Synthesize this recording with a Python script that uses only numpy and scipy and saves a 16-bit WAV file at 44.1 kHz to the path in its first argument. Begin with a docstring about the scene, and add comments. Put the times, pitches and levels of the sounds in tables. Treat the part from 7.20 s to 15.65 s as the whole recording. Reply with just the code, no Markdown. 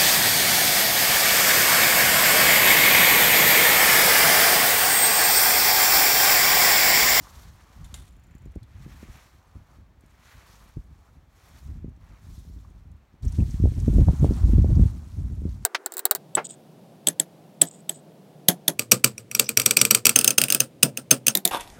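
"""An open garden: some metres away a rake is dragged through dry straw and dead leaves.
Pulls are crackles coloured as scrape, rasp and rustle; two noise-and-ring tine clacks end in a chatter.
Wind tugs at a microphone near the ground as rumbling noise, then a strong gust buffets it with pulses
and stirs the straw close by: rushing noise, dense crackle and short splintering snaps."""
import sys
import numpy as np
from scipy import signal
from scipy.fft import rfft, irfft, next_fast_len
from scipy.io import wavfile
from scipy.ndimage import uniform_filter1d

SR = 44100
rng = np.random.default_rng(int(sys.argv[2]) if len(sys.argv) > 2 else 0)


def master_out(mix):
    """Clip the mix to full scale and print it as 16-bit PCM to the path in sys.argv[1]."""
    frames = np.transpose(np.atleast_2d(mix))
    ceiling = np.clip(frames, -1, 1)
    pcm = np.round(ceiling * 32767).astype(np.int16)
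    wavfile.write(sys.argv[1], SR, pcm)


N = 372644
TIME = np.arange(N) / SR  # s
GUST_START_S = 6.022

# Spectra of the dragged litter: soil, stalks, straw. Each row: frequency in Hz, relative level in dB per Hz.
SCRAPE_SPECTRUM = [(250, -13), (450, 2), (600, 1.5), (850, 2.5), (1150, 4), (1400, -1.5), (1800, -8.5),
                   (3000, -31)]
RASP_SPECTRUM = [(900, -17), (1400, -3.5), (1900, -2), (2400, -4.5), (3000, -8.5), (4500, -17), (9000, -45)]
RUSTLE_SPECTRUM = [(1800, -37), (2900, -5), (3600, -1), (6000, -0.5), (7200, -2.5), (8300, -6), (11500, -6),
                   (15500, -10.5)]


def rake(rasp_trim_db=-0.5, catch_db=1.08):
    """The head grinds over the soil while dragged straw crackles, more densely the harder it is pulled."""
    soil, stalks, straw = stroke_levels()
    catching = catch_db * drift(22)  # tines catch and let go
    cracks_per_s = 9000 * from_db(.4 * np.clip(straw + 58, -20, 0))
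    layers = [(soil, SCRAPE_SPECTRUM), (stalks + rasp_trim_db, RASP_SPECTRUM), (straw, RUSTLE_SPECTRUM)]
    out = 0
    for level_db, spectrum in layers:
        cracks = crackle(cracks_per_s, spread_db=1.5, width_hz=1800, clump_db=3.0)
        heard = cracks + scatter(cracks, t60=0.07)
        out = out + from_db(level_db + catching) * rms_one(colour(heard, spectrum))
    return out


# Pulls of the rake. Each row: time under way in seconds, hold, rise and fall in seconds,
# then the levels of soil scrape, stalk rasp and straw rustle in dB, before trim and catching.
STROKES = [(0.0, 0.19, .05, 0.26, -57.5, -61.5, -57.5), (0.395, 0.41, 0.13, 0.18, -62.5, -65.5, -66.5),
           (1.016, 0.69, 0.22, 0.25, -73.5, -71, -79), (1.783, 0.21, 0.35, 0.24, -60.5, -60, -62),
           (2.228, 0.32, 0.31, 0.16, -67, -74.5, -74), (2.867, 0.062, .1, .1, -70.5, -71, -74),
           (3.082, 0.06, 0.19, 0.21, -62, -58.5, -63), (3.27, 0.13, .14, 0.25, -61, -63.5, -62.5),
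           (3.74, .2, 0.6, .16, -71.5, -81, -75.5), (4.256, 0.1, 0.21, 0.34, -63.5, -65, -64),
           (4.83, 0.11, 0.044, 0.39, -64, -67, -71.5), (5.106, 0.086, 0.17, 0.32, -83, -80, -63.5),
           (5.44, 0.06, 0.12, 0.26, -74, -90, -74.5)]


def stroke_levels(rest_db=-88):
    """Levels of scrape, rasp and rustle in dB; overlapping pulls add in power."""
    power = from_db(rest_db) ** 2
    for start, hold, rise, fall, *levels_db in STROKES:
        power = power + (from_db(levels_db)[:, None] * pull(start, hold, rise, fall)) ** 2
    return 10 * np.log10(power)


def pull(start, hold, rise, fall, curve=1.13):
    """Envelope of one pull: it gathers speed, holds and slackens."""
    ramp = np.minimum((TIME - start) / rise, (start + hold - TIME) / fall) + 1
    return np.clip(ramp, 0, 1) ** curve  # a power above 1 makes gentle starts and ends


def crackle(per_s, spread_db, width_hz, clump_db, count=20):
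    """Stalks crack at random, mostly small; each group rings at its own pitch in clumps of its own."""
    sizes = from_db(spread_db * np.minimum(rng.exponential(1, N), 4.5)) * rng.choice([-1, 1], N)
    clicks = sizes * (rng.random(N) < per_s / SR) / np.sqrt(per_s)  # even power at any density
    group = rng.integers(0, count, N)
    out = 0
    for k, hz in enumerate(np.linspace(500, 15500, count)):
        clumps = from_db(clump_db * drift(17))
        out = out + resonance(clicks * (group == k) * clumps, hz, width_hz)
    return rms_one(out)


def scatter(x, t60):
    """Ground litter and the garden smear each distant crack into a short diffuse tail."""
    keep = from_db(-120 / (t60 * SR))  # decay of power per sample
    power = signal.lfilter([1 - keep], [1, -keep], x * x)
    return np.sqrt(power + 1e-12) * rng.standard_normal(N)


# Tines striking something hard. Each row: start in seconds, level in dB.
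CLACKS = [(0.6447, -48.5), (0.7420, -35.5)]


def clacks(tick_db=-68.5, tick_t60=0.034, ring_db=-69, ring_t60=0.059, gap_s=.0367, count=14):
    """After the last hard blow the springy head chatters on in faint ticks of hiss with one high ring."""
    out, age = np.zeros(N), TIME[:SR // 5]
    for s, db in CLACKS:
        add(out, s, from_db(db) * tine_blow())
    last_blow_s = CLACKS[-1][0]
    for k in range(1, count + 1):
        hiss = rms_one(resonance(rng.standard_normal(len(age)), hz=10000, width_hz=13000))
        ring = rms_one(resonance(rng.standard_normal(len(age)), hz=7100, width_hz=180))
        tick = from_db(tick_db) * hiss * dying(age, tick_t60)
        tick = tick + from_db(ring_db) * ring * dying(age, ring_t60)
        when = last_blow_s + k * gap_s + rng.normal(0, .003)
        add(out, when, from_db(rng.normal(0, 2.5)) * tick)
    return out


# Spectrum of a blow. Each row: frequency in Hz, relative level in dB per Hz.
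CLACK_SPECTRUM = [(700, 9), (1800, 1), (3500, 12.5), (5000, 3), (7200, 4), (10000, 7.5), (15500, -9)]


def tine_blow(crack_t60=0.0022, rattle_t60=0.054, rattle_db=-7,
              scatter_db=-17, scatter_t60=0.48, ring_db=-6, crumble_db=4.0):
    """One blow: sharp crack, brief rattle, ring of the tines and an uneven tail scattered in the garden."""
    age = TIME[:SR // 2]
    noise = rms_one(colour(rng.standard_normal(N), CLACK_SPECTRUM))[-len(age):]
    crack = dying(age, crack_t60)
    rattle = from_db(rattle_db) * dying(age, rattle_t60)
    tail = from_db(scatter_db + crumble_db * drift(76)[:len(age)]) * dying(age, scatter_t60)
    return noise * (crack + rattle + tail) + from_db(ring_db) * tine_ring(age)


# Ringing modes of the tines. Each row: frequency in Hz, relative level in dB, 60 dB decay time in seconds.
TINE_MODES = [(1595, -17, 0.23), (2080, -13, 0.18), (2520, -37, 0.14), (3780, -14, .1), (3680, -6.5, 0.058),
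              (6713, -29, .1), (6950, 0, 0.052), (7440, 0, 0.051), (8900, -24, .07), (9350, -4, 0.049),
              (11800, -26, .08)]


def tine_ring(age):
    """The modes of the tines decay as sines, each struck with a strength of its own."""
    out = 0
    for hz, db, t60 in TINE_MODES:
        strength = from_db(db + rng.normal(0, 1.3))
        out = out + strength * np.sin(2 * np.pi * hz * age) * dying(age, t60)
    return out


# Short snaps and ticks: last ticks of the tine chatter, then stalks and leaves snapping.
# Each row: start in seconds, level in dB, centre in Hz, nominal width in Hz.
SNAPS = [(1.318, -66, 7000, 8000), (1.355, -59.5, 7000, 9000), (1.429, -57, 3880, 900),
         (1.431, -60, 7500, 8000), (2.808, -63, 7500, 8000), (2.861, -62, 7000, 8000),
         (3.124, -48, 1330, 700), (5.445, -57.5, 1050, 300), (5.501, -68, 7000, 5000),
         (5.716, -67, 7000, 6000), (6.031, -54, 3900, 1500), (6.051, -50, 7000, 4000),
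         (6.08, -48, 5900, 600), (6.1227, -47.5, 6300, 6000), (6.201, -51.5, 2650, 500),
         (6.307, -48.5, 5940, 1800), (6.6, -46, 5860, 5000), (6.993, -49.5, 6450, 900),
         (7.136, -47, 5130, 1500), (7.421, -53, 5500, 2480), (7.554, -53, 5000, 2960),
         (8.152, -65, 9500, 5000), (8.291, -55.5, 4380, 1800)]


def snaps(t60_at_1khz=0.043, shortening=0.22, tail_t60=0.053, tail_db=-20):
    """Each snap or tick is a short splintering burst around its own pitch; broad ones die sooner."""
    out, age = np.zeros(N), TIME[:SR // 5]
    for s, db, hz, width_hz in [*SNAPS, *small_snaps()]:
        t60 = t60_at_1khz * (width_hz / 1000) ** -shortening
        burst = rng.standard_normal(len(age))
        for _ in range(2):  # two passes, each wider, for steeper sides
            burst = resonance(burst, hz, width_hz * 1.2)
        envelope = dying(age, t60) + from_db(tail_db) * dying(age, tail_t60)
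        add(out, s, from_db(db) * rms_one(burst) * envelope)
    return out


def small_snaps(per_s=4, level_db=-73.5, spread_db=4, low_hz=3500, high_hz=8000, width_hz=5000):
    """Faint chance snaps as rows: start in seconds, level in dB, centre and nominal width in Hz."""
    draws = rng.random((int(per_s * N / SR), 3))
    return [(u * N / SR, level_db + spread_db * (2 * v - 1), low_hz + w * (high_hz - low_hz), width_hz)
            for u, v, w in draws]


# Straw stirred close by. Each row: time in seconds, rush of air through the litter in dB,
# rustle of leaves in dB, both before trim and flutter.
STIR = [(6.03, -64.5, -60), (6.3, -66, -58), (6.52, -68, -59), (6.7, -59.5, -57), (7.13, -51, -54),
        (7.25, -56, -57.5), (7.7, -58.5, -58.5), (8.45, -66, -61.5)]
# Spectra of the near leaves and of the rush. Each row: frequency in Hz, relative level in dB per Hz.
NEAR_RUSTLE_SPECTRUM = [(1000, -1.5), (1800, 2), (2800, 0.5), (4200, 0.5), (6200, 1), (9000, -2),
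                        (11500, -6), (15500, -10)]
RUSH_SPECTRUM = [(300, -20), (600, 3.5), (900, 4), (1300, 1), (2000, -13), (3000, -34)]


def stirred_straw(rise_s=0.0027, rush_trim_db=-1, flutter_db=2.5, gusty_db=1.3,
                  drop_at_s=7.715, drop_db=5, drop_s=0.016):
    """The near rush of air and the rustle of leaves, crackling in clumps, start abruptly."""
    flow, leaves = in_time(STIR)
    grains = crackle(per_s=16000, spread_db=2.8, width_hz=1100, clump_db=1.8)
    rustle = from_db(leaves + gusty_db * drift(11)) * rms_one(colour(grains, NEAR_RUSTLE_SPECTRUM))
    air = rms_one(colour(rng.standard_normal(N), RUSH_SPECTRUM))
    rush = from_db(flow + rush_trim_db + flutter_db * drift(13)) * air
    onset = np.clip((TIME - GUST_START_S) / rise_s, 0, 1)
    # they drop abruptly in level
    drop = from_db(-drop_db * np.clip((TIME - drop_at_s) / drop_s + .5, 0, 1))
    return onset * drop * (rustle + rush)


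# The strongest eddies that hit the microphone. Each row: time in seconds, peak in dB before trim and
# filtering, pitch in Hz.
BUFFETS = [(1.152, -35, 79.6), (1.26, -34.5, 119), (1.361, -28, 143), (1.664, -31, 101), (1.83, -32.5, 148),
           (1.886, -40, 109), (2.356, -38.5, 101), (2.587, -45, 103), (2.838, -44, 95), (3.57, -24.5, 86),
           (3.582, -38, 84), (4.558, -33, 75), (4.645, -24, 104), (4.681, -30.5, 86.4),
           (5.298, -36.5, 74.5), (5.941, -42.5, 95), (6.188, -11, 76), (6.342, -16, 59.4), (6.4, -15, 75),
           (6.439, -7.5, 90), (6.456, -14.5, 159), (6.681, -8, 114), (6.732, -21, 115), (6.784, -9.5, 123),
           (6.793, -15, 129), (6.885, -15, 238), (6.891, -10.5, 58), (7.03, -9, 99), (7.045, -10, 206),
           (7.109, -10, 107), (7.334, -8, 80), (7.383, -9, 99), (7.445, -14.5, 161), (7.595, -11.5, 110),
           (8.219, -28.5, 114), (8.254, -17, 99)]


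def buffets(trim_db=-1, wake_db=-14, wake_t60=0.07, wake_top_hz=450, edge_ratio=6.6, edge_hz=1300):
    """A passing eddy swings the membrane one way then the other, trailed by weaker ones and a dull wake."""
    out, age = np.zeros(N), TIME[:SR // 5] - .05
    dull = signal.butter(2, wake_top_hz, fs=SR, output="sos")
    for s, db, hz in [*BUFFETS, *small_eddies()]:
        eddy = eddy_pulse(age, hz)
        trail = eddy_trail(age, hz)
        smeared = irfft(rfft(eddy) * rfft(rng.standard_normal(len(age))), len(age))
        wake = rms_one(signal.sosfilt(dull, smeared))
        swell = dying(np.abs(age), wake_t60) * (1 + np.tanh(age / 0.0076)) / 2
        edge = signal.butter(4, min(edge_ratio * hz, edge_hz), fs=SR, output="sos")
        hit = signal.sosfilt(edge, eddy + trail + from_db(wake_db) * swell * wake)
        add(out, s + age[0], from_db(db + trim_db) * hit)
    return out


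def eddy_trail(age, hz, gap_s=.011, first_db=-8, loss_db=6.5, count=3):
    """Ever weaker eddies of either sign follow the first, up to an octave lower and unevenly spaced."""
    out = 0
    for k, (sign, late, octaves) in enumerate(rng.random((count, 3))):
        pulse = eddy_pulse(age - gap_s * (k + late + .5), hz * 2 ** -octaves)
        out = out + np.sign(sign - .5) * from_db(first_db - loss_db * k) * pulse
    return out


def eddy_pulse(age, hz):
    """The two-way pressure swing of one eddy passing at age 0, with peak 1."""
    phase = 2 * np.pi * hz * age
    pulse = phase / (1 + phase ** 2) ** 2
    return pulse / pulse.max()


def small_eddies(per_s=7, middle_hz=90, spread_db=1):
    """Chance eddies, as strong as the wind that carries them, as rows like those of the strong ones."""
    level = wind_level()
    slots = np.arange(0, N / SR, 1 / per_s)
    rows = []
    for slot, (u, v, w) in zip(slots, rng.random((len(slots), 3))):
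        s = slot + u / per_s
        rows.append((s, np.interp(s, TIME, level) + spread_db * (2 * v - 1), middle_hz * 2 ** (w - .5)))
    return rows


# Puffs that swell the rumble. Each row: crest in seconds, Gaussian half length in seconds,
# level in dB before the swirl trim.
PUFFS = [(0.168, 0.013, -43.5), (0.629, 0.021, -37), (1.28, 0.026, -38), (1.365, 0.0061, -27),
         (1.43, 0.011, -37), (1.613, 0.024, -42), (1.89, 0.0073, -32), (2.363, 0.01, -38),
         (2.59, 0.012, -55), (3.165, 0.016, -42.5), (3.576, 0.0079, -27), (3.716, .015, -44),
         (4.49, 0.037, -33), (4.654, 0.022, -33.5), (5.101, 0.024, -39), (5.34, 0.058, -40),
         (6.064, 0.021, -17.5), (6.222, 0.025, -17.5), (6.452, 0.028, -13), (6.768, 0.037, -12.5),
         (6.889, 0.0075, -5.5), (7.036, 0.022, -17), (7.243, 0.015, -9.5), (7.377, 0.071, -11),
         (7.542, 0.011, -11.5), (7.619, 0.015, -10), (8.052, 0.027, -25), (8.275, 0.04, -26)]
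# Spectra of slow swirls and fine turbulence. Each row: frequency in Hz, relative level in dB per Hz.
SWIRL_SPECTRUM = [(22, -24.5), (35, -4.5), (50, 1.5), (70, 0.5), (100, -5), (150, -16.5), (250, -29),
                  (400, -63)]
TURBULENCE_SPECTRUM = [(80, -22), (140, 6), (220, -0.5), (320, -9), (450, -20), (650, -28), (1000, -38),
                       (1500, -60)]


def wind(swirl_db=-2, turbulence_db=-15, lumpy_db=2.0, flutter_db=4.5,
         follows=.97, pivot_db=-47, puff_turbulence_db=-5):
    """Slow swirls rumble at the microphone in puffs; finer turbulence rides on them in lumps."""
    swells = 0
    for s, half, db in PUFFS:
        puff = np.exp(-.5 * np.minimum(((TIME - s) / half) ** 2, 100))
        swells = swells + (from_db(db) * puff) ** 2
    steady = from_db(wind_level()) ** 2
    # puffs are smooth: they count less in the fine turbulence
    stirring_db = 10 * np.log10(steady + from_db(puff_turbulence_db) ** 2 * swells)
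    fine_db = pivot_db + follows * (stirring_db - pivot_db)  # dB of turbulence per dB of wind
    flutter = flutter_db * drift(15.3)
    swirl_gain = from_db(swirl_db) * np.sqrt(steady * from_db(flutter) ** 2 + swells)
    swirl = swirl_gain * even_noise(SWIRL_SPECTRUM, window_s=0.0364)
    lumps = from_db(fine_db + turbulence_db + flutter + lumpy_db * drift(29.5))
    return swirl + lumps * even_noise(TURBULENCE_SPECTRUM, window_s=0.0308)


# Strength of the light breeze, then of the gust. Each row: time in seconds, level in dB before trims.
BREEZE = [(0.0, -51), (0.5, -50), (0.75, -44), (0.95, -50), (1.3, -49), (1.87, -44), (1.97, -56),
          (2.45, -52.5), (3.1, -59.5), (3.5, -50.5), (3.9, -54.5), (4.33, -53.5), (4.5, -42.5), (4.85, -49),
          (5.3, -45.5), (5.7, -48), (6.0, -57.5)]
GUST = [(6.03, -41), (6.15, -29.5), (6.55, -27.5), (6.76, -17), (6.97, -20.5), (7.15, -20.5), (7.38, -19),
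        (7.62, -17.5), (7.78, -34.5), (8.2, -31.5), (8.45, -37)]


def wind_level():
    """Level of the wind in dB: the breeze curve, then the gust curve, crossed over in 12 ms."""
    (breeze,), (gust,) = in_time(BREEZE), in_time(GUST)
    return breeze + (gust - breeze) * np.clip((TIME - GUST_START_S) / .012 + .5, 0, 1)


# Spectrum of the open air. Each row: frequency in Hz, relative level in dB per Hz.
AIR_SPECTRUM = [(60, 7), (200, 5.5), (450, 2), (900, 0), (1500, -4.5), (2300, -7), (3200, -12), (7000, -20),
                (10000, -26), (15500, -23)]


def open_air(level_db=-66):
    """The hush of the open air: steady coloured noise."""
    return from_db(level_db) * rms_one(colour(rng.standard_normal(N), AIR_SPECTRUM))


def from_db(db):
    """Decibels to gain."""
    return 10 ** (np.asarray(db) / 20)


def rms_one(x):
    """Scale to unit rms."""
    return x / np.sqrt(np.mean(x ** 2) + 1e-20)


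def in_time(rows):
    """Join the rows of a curve by straight lines, one array per column."""
    s, *columns = np.transpose(rows)
    return [np.interp(TIME, s, c) for c in columns]


def drift(rate_hz, step=40):
    """Slow chance with spread 1: noise through two equal poles, drawn once every few samples."""
    r = np.exp(-2 * np.pi * rate_hz * step / SR)
    slow = signal.lfilter([1], [1, -2 * r, r * r], rng.standard_normal(N // step + 2002))
    slow = rms_one(slow[2000:])  # skip the filter's start
    return np.interp(np.arange(N) / step, np.arange(len(slow)), slow)


def colour(x, spectrum):
    """Causal (minimum-phase) filter with the given spectrum, falling away beyond its ends."""
    size = 2 * next_fast_len(N // 2 + SR // 2)
    octave = np.log2(np.maximum(np.arange(size // 2 + 1) * SR / size, 1))
    hz, db = np.transpose(spectrum)
    outside = np.abs(octave - np.clip(octave, np.log2(hz[0]), np.log2(hz[-1])))
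    gain_db = np.interp(octave, np.log2(hz), db) - 20 * outside  # 20 dB per octave outside
    cepstrum = irfft(np.log(from_db(gain_db)))
    cepstrum[1:size // 2] *= 2  # folding the cepstrum gives minimum phase
    cepstrum[size // 2 + 1:] = 0
    return irfft(rfft(x, size) * np.exp(rfft(cepstrum)))[:N]


def even_noise(spectrum, window_s):
    """Coloured noise whose slow chance swells are evened out."""
    x = colour(rng.standard_normal(N), spectrum)
    return x / np.sqrt(uniform_filter1d(x * x, max(int(window_s * SR), 2)) + 1e-12)


def resonance(x, hz, width_hz):
    """Two-pole band-pass with gain 1 on top."""
    r = np.exp(-np.pi * width_hz / SR)
    zeros = np.array([1, 0, -1]) * (1 - r * r) / 2
    poles = [1, -2 * r * np.cos(2 * np.pi * hz / SR), r * r]
    return signal.lfilter(zeros, poles, x + 1e-18)


def dying(age, t60):
    """Exponential decay that starts at age 0 and loses 60 dB in t60 seconds."""
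    return (age >= 0) * from_db(-60 * np.clip(age / t60, 0, 10))


def add(out, s, sound):
    """Mix a short sound in at time s."""
    start = max(round(s * SR), 0)
    out[start:start + len(sound)] += sound[:max(N - start, 0)]


def scene():
    """Rake, straw and wind over the hush of the open air."""
    garden = rake() + clacks() + snaps() + stirred_straw()
    return (garden + buffets() + wind() + open_air())[None]


# Dips in the microphone's response. Each row: centre in Hz, width in Hz, depth from 0 to 1.
PORT_DIPS = [(457, 99, 0.27), (2860, 420, 0.16), (4930, 164, 0.95), (10400, 330, 0.7)]


def record(dry):
    """The microphone's port notches the sound; deep bass and the top are cut."""
    for hz, width_hz, depth in PORT_DIPS:
        dry = dry - depth * resonance(dry, hz, width_hz)
    dry = signal.sosfilt(signal.butter(4, 37, "high", fs=SR, output="sos"), dry)
    return signal.sosfilt(signal.ellip(10, .2, 80, 15850, fs=SR, output="sos"), dry)


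dry = scene()
out = record(dry)
master_out(out)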